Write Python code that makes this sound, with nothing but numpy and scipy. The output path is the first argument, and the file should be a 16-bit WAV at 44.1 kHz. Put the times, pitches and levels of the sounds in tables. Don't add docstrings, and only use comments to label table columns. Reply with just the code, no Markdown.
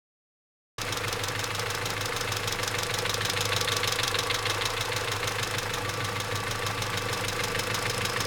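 import sys
import numpy as np
from scipy import signal
from scipy.fft import rfft, irfft
from scipy.io import wavfile

SR = 44100
rng = np.random.default_rng(int(sys.argv[2]) if len(sys.argv) > 2 else 0)


def dump_mix(stems):
    frames = np.atleast_2d(stems).T
    limited = np.clip(frames, -1, 1)
    pcm = np.round(limited * 32767).astype(np.int16)
    wavfile.write(sys.argv[1], SR, pcm)


N = 364266

# t/s, speed/rpm
IDLE_SPEED = [(0.78, 770.2), (1.05, 764.4), (1.92, 782.9), (2.4, 767.4), (2.65, 779.0), (3.18, 767.9),
              (4.68, 771.7), (4.83, 782.2), (5.2, 769.1), (5.57, 779.0), (6.37, 774.7), (8.26, 783.6)]
# t/s, level/dB
NEARNESS = [(.9, -2.5), (1.8, -2.5), (3, 1), (3.8, 2.5), (4.9, -0.5), (5.5, 1), (5.9, -3), (6.8, -1.5),
            (7.6, 1.5), (8.2, 1.5)]
# f/Hz, relative level/dB
WHIRR_EQ = [(40, -12), (70, -3), (110, 1.5), (230, -3.5), (450, 4), (700, -1), (1400, -1), (2300, -2),
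            (3100, -5.5), (4000, -7), (5300, -12.5), (7000, -16), (10000, -19), (16000, -28)]
# t/s, level/dB
WHINE_RIDE = [(1, -46.5), (3.1, -44), (3.7, -39.5), (4.4, -41.5), (5.65, -55), (5.8, -38), (6.8, -40.5),
              (8.2, -42.5)]
# f/cycle rate, relative level/dB
THROB_ORDERS = [(4, -9), (8, -19.5), (15, -10), (16, -2), (18, -8.5), (19, -10), (20, -16), (24, -17),
                (28, -15), (30, -18.5), (44, -15.5)]
# position/cycle, relative level/dB, t60 of the crack/s
FIRST_LIFTER_HITS = [(.107, 0, 0.026), (.133, 14, 0.017)]
SECOND_LIFTER_HITS = [(.825, 0.5, 0.017), (.842, -1.5, 0.032), (.886, -2.5, 0.009), (.936, -9.5, 0.023)]
KNOCK_HITS = [(.546, 0.5, 0.024), (.566, -2.5, 0.039), (.611, 2.5, 0.01), (.638, 0, .009), (.66, -8, 0.029)]
VALVE_HITS = [(0.356, 13, 0.028), (0.386, 8.5, 0.016), (0.606, 12, 0.018), (0.639, 12, 0.012),
              (.107, 10, 0.012), (.238, 2, 0.021)]
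FIRING_HITS = [(.035, -1, .12), (.285, -1.5, 0.14), (.535, -1.1, 0.077), (.785, 0.39, 0.076)]
# f/Hz, relative level/dB
FIRST_LIFTER_EQ = [(780, -21), (1350, 0.5), (2000, -7), (2320, 3), (2550, -6), (2800, -1.5), (3600, 4.5),
                   (4400, -2), (5100, 2.5), (6600, -1), (8000, -6), (9200, -3.5), (11500, -12), (13000, -6),
                   (14400, -14), (16000, -14)]
SECOND_LIFTER_EQ = [(780, -6.5), (1300, -1), (2000, -5), (2800, -4.0), (3800, 1.8), (4600, -6.5),
                    (5300, -2), (6700, -4.5), (8000, -10), (9500, -7.5), (11500, -15.5), (13000, -10),
                    (14200, -16.4), (16000, -15.5)]
KNOCK_EQ = [(390, -14), (650, -23), (850, -10.5), (1050, 3), (1250, -6.5), (1550, 1.5), (2050, 2),
            (2600, 1.5), (3200, -1), (4200, -1.5), (5000, -14), (7000, -20), (12000, -43)]
VALVE_EQ = [(780, -9), (1300, -11), (2200, -4), (3500, 1), (5200, -6.5), (6700, -7), (8200, -4),
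            (9300, -3.5), (11500, -8), (15500, -21)]
BLOCK_EQ = [(390, -25.5), (650, -9), (800, -2), (1000, -0.8), (1400, -4), (1700, -1.8), (2200, -9),
            (3000, -20.5), (5000, -23), (12000, -28)]
# t/s, level/dB
COVER_RIDE = [(1, 3.5), (2.4, 0.5), (3.2, 5), (3.8, 8.5), (4.5, 10.5), (5.4, 2), (6.7, 3.5), (7.7, -1.5)]
# position/cycle, relative level/dB
INTAKE_GULPS = [(.168, 2), (.42, 4), (.668, 2), (.9, 0)]
GEAR_RUBS = [(.235, 5), (.745, 4)]
PISTON_SLAPS = [(.548, 2), (0.846, -2.5)]
# f/Hz, width/Hz, relative level/dB
WALL_MODES = [(1509, 39, -1.5), (1794, 120, -1.5), (2102, 46, 3), (2270, 79, -22)]
# f/Hz, width/Hz, relative level/dB
BODY_MODES = [(862, 15.4, -3.5), (1090, 51, -7.5), (1178, 45, -12.5), (1340, 30, -3), (1496, 18, -2.5),
              (1713, 55, -8.5), (2070, 36, -7), (2627, 36, -3), (3870, 43, -12.5), (5180, 370, -6),
              (6180, 88, -7.5), (6730, 230, -4.5)]

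CUT_IN_S, CUT_IN_CYCLE = .781, -.087
BAY_T60_S = .075


def from_db(db):
    return 10 ** (np.asarray(db) / 20)


def rms_one(x):
    return x / np.sqrt(np.mean(x ** 2) + 1e-20)


def automation(points):
    times, values = np.transpose(points)
    return np.interp(np.arange(N) / SR, times, values)


def drift(rate_hz, hop=40, settle=2000):
    r = np.exp(-2 * np.pi * rate_hz * hop / SR)
    noise = rng.standard_normal(N // hop + settle + 2)
    slow = signal.lfilter([1], [1, -2 * r, r * r], noise)[settle:]
    return np.interp(np.arange(N) / hop, np.arange(len(slow)), rms_one(slow))


def resonate(x, hz, width_hz):
    r = np.exp(-np.pi * width_hz / SR)
    feedback = [1, -2 * r * np.cos(2 * np.pi * hz / SR), r * r]
    return signal.lfilter(np.array([1, 0, -1]) * (1 - r * r) / 2, feedback, x + 1e-18)


def colour(x, eq, size=2048):
    hz, db = np.transpose(eq)
    grid_hz = np.maximum(np.arange(size // 2 + 1) * SR / size, 1)
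    gain = from_db(np.interp(np.log(grid_hz), np.log(hz), db))
    cepstrum = irfft(np.log(gain))
    cepstrum[1:size // 2] *= 2
    cepstrum[size // 2 + 1:] = 0
    impulse = irfft(np.exp(rfft(cepstrum)))
    return rms_one(signal.oaconvolve(x, impulse)[:N])


def strikes(cycles, position, spread_db, jitter_s):
    due = np.arange(np.floor(cycles[0]), cycles[-1] - position) + position
    accent, lag = rng.standard_normal((64, 2))[:len(due)].T
    at = np.interp(due, cycles, np.arange(N)) + jitter_s * SR * lag
    clicks = np.zeros(N)
    clicks[np.clip(np.round(at).astype(int), 0, N - 1)] = from_db(spread_db * accent)
    return clicks


def pattern(cycles, hits, spread_db, jitter_s):
    return sum(from_db(db) * strikes(cycles, position, spread_db, jitter_s) for position, db in hits)


def play(clicks, shape):
    out = np.zeros(N + len(shape))
    for at in np.flatnonzero(clicks):
        out[at:at + len(shape)] += clicks[at] * shape
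    return out[:N]


def belt_drive(cycles, near_db):
    whirr = colour(rng.standard_normal(N), WHIRR_EQ) * from_db(1.28 * drift(61))
    pulley = from_db(-16.5) * rms_one(resonate(rng.standard_normal(N), hz=2630, width_hz=45))
    whine_phase = 2 * np.pi * 178.7 * cycles
    whine = np.cos(whine_phase + drift(10)) * from_db(2.1 * drift(32))
    belt = from_db(-34 + 0.21 * near_db) * body(whirr + pulley)
    return belt + from_db(automation(WHINE_RIDE)) * whine


def throb(cycles):
    phase = 2 * np.pi * (cycles - .76)
    partials = sum(from_db(db + 2.15 * drift(4.5)) * np.cos(order * phase + 0.58 * drift(2.15))
                   for order, db in THROB_ORDERS)
    return from_db(-39.7) * np.sqrt(2) * partials


def impacts(cycles, hits, eq, rise_s, snap, tail_db, tail_hz, repeat, spread_db, jitter_s):
    t = np.arange(6000) / SR
    frozen, crack_power, blows = np.zeros((3, N))
    for position, db, t60 in hits:
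        clicks = from_db(db) * strikes(cycles, position, spread_db, jitter_s)
        envelope = (1 - np.exp(-t / rise_s)) * from_db(-60 * t / t60)
        frozen += play(clicks, envelope * rng.standard_normal(len(t)))
        crack_power += play(clicks ** 2, envelope ** 2)
        blows += clicks
    fresh = np.sqrt((1 - repeat) * crack_power) * rng.standard_normal(N)
    crack = np.sqrt(repeat) * frozen + fresh
    tail_envelope = (1 - np.exp(-t / 0.0052)) * from_db(tail_db - 60 * t / BAY_T60_S)
    tail = np.sqrt(play(blows ** 2, tail_envelope ** 2)) * rng.standard_normal(N)
    tail = signal.sosfilt(signal.butter(2, tail_hz, fs=SR, output="sos"), tail)
    return colour(snap * blows + crack + tail, eq)


def lifters(cycles, near_db):
    taken_up = np.clip((np.arange(N) / SR - 4.08) / 0.155, 0, 1)
    first = impacts(cycles, FIRST_LIFTER_HITS, FIRST_LIFTER_EQ, rise_s=0.0011, snap=3.1,
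                    tail_db=-7, tail_hz=5840, repeat=0.73, spread_db=0.6, jitter_s=0.00046)
    second = impacts(cycles, SECOND_LIFTER_HITS, SECOND_LIFTER_EQ, rise_s=0.00049, snap=1.5,
                     tail_db=-5.5, tail_hz=6310, repeat=0.57, spread_db=1.1, jitter_s=0.00036)
    pair = from_db(-37.5 - 8 * taken_up) * first + from_db(-36.5) * second
    return from_db(0.75 * near_db) * pair


def combustion(cycles):
    return from_db(-38) * impacts(cycles, FIRING_HITS, BLOCK_EQ, rise_s=0.0016, snap=0.5,
                                  tail_db=-36, tail_hz=1490, repeat=0.51, spread_db=1.5, jitter_s=.001)


def valves(cycles, near_db):
    ticks = impacts(cycles, VALVE_HITS, VALVE_EQ, rise_s=0.0001, snap=2.9,
                    tail_db=-11, tail_hz=9000, repeat=0.56, spread_db=2, jitter_s=.0002)
    return from_db(-44.5 + 1.54 * near_db) * ticks


def intake(cycles, near_db, hoot_hz=486, swell_s=.0059):
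    gulps = pattern(cycles, INTAKE_GULPS, spread_db=1.03, jitter_s=0.00038)
    t = np.arange(-1200, 1200) / SR
    swell = np.exp(-.5 * (t / swell_s) ** 2)
    hoot = signal.oaconvolve(gulps, swell * np.cos(2 * np.pi * hoot_hz * t), "same")
    turbulence = resonate(rng.standard_normal(N), hoot_hz, width_hz=47)
    swirl = signal.oaconvolve(gulps, swell, "same") * turbulence
    return from_db(-40 + 0.63 * near_db) * rms_one(rms_one(hoot) + .4 * rms_one(swirl))


def timing_gear(cycles):
    rubs = pattern(cycles, GEAR_RUBS, spread_db=0.5, jitter_s=0.0012)
    friction = play(rubs, np.hanning(450)) * rng.standard_normal(N)
    return from_db(-56) * rms_one(resonate(friction, hz=5280, width_hz=50))


def knock(cycles, near_db):
    blows = impacts(cycles, KNOCK_HITS, KNOCK_EQ, rise_s=0.00021, snap=3.4,
                    tail_db=-9.5, tail_hz=3000, repeat=0.69, spread_db=1.2, jitter_s=.0004)
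    return from_db(-40.5 + 1.35 * near_db) * blows


def piston_slap(cycles, near_db):
    t = np.arange(2000) / SR
    slaps = pattern(cycles, PISTON_SLAPS, spread_db=0.7, jitter_s=0.00035)
    bursts = play(slaps, t * np.exp(-t / 0.0027)) * rng.standard_normal(N)
    wall = sum(from_db(db) * resonate(bursts, hz, width) for hz, width, db in WALL_MODES)
    return from_db(-44 + 0.6 * near_db) * rms_one(wall)


def valve_cover(shake):
    return (from_db(automation(COVER_RIDE)) - 1) * resonate(shake, hz=3730, width_hz=1650)


def body(x):
    return 0.76 * (x + sum(from_db(db) * resonate(x, hz, width) for hz, width, db in BODY_MODES))


def engine_bay(x):
    t = np.arange(N) / SR
    far_end = np.exp(-.5 * ((t - 4.65) / 0.36) ** 2)
    honk_db = 4.5 * far_end
    hollow_db = 1.03 * np.maximum(t - 3.9, 0) - 11.5 * far_end
    ring_db = 3.5 * np.maximum(t - 6.73, 0)
    hollow = (from_db(hollow_db) - 1) * resonate(x, hz=188, width_hz=83)
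    honk = (from_db(honk_db) - 1) * resonate(x, hz=1010, width_hz=190)
    ring = (from_db(ring_db) - 1) * resonate(x, hz=5140, width_hz=300)
    return x + hollow + honk + ring


def scene():
    cycles = np.cumsum(automation(IDLE_SPEED)) / (2 * 60 * SR)
    cycles = cycles - cycles[round(CUT_IN_S * SR)] + CUT_IN_CYCLE
    near_db = automation(NEARNESS)
    puffs = intake(cycles, near_db)
    clacks = lifters(cycles, near_db)
    knocks = knock(cycles, near_db)
    ticks = valves(cycles, near_db)
    cover = valve_cover(knocks + 0.37 * clacks + 0.36 * ticks)
    metal = body(clacks + knocks + ticks + cover + combustion(cycles))
    metal += piston_slap(cycles, near_db) + timing_gear(cycles)
    bed = throb(cycles) + belt_drive(cycles, near_db)
    return engine_bay(metal + puffs + bed)[None]


def record(dry):
    gate = np.clip((np.arange(N) / SR - CUT_IN_S) / 0.0028, 0, 1)
    return signal.sosfilt(signal.ellip(10, .2, 70, 17100, fs=SR, output="sos"), dry * gate)


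dry = scene()
out = record(dry)
dump_mix(out)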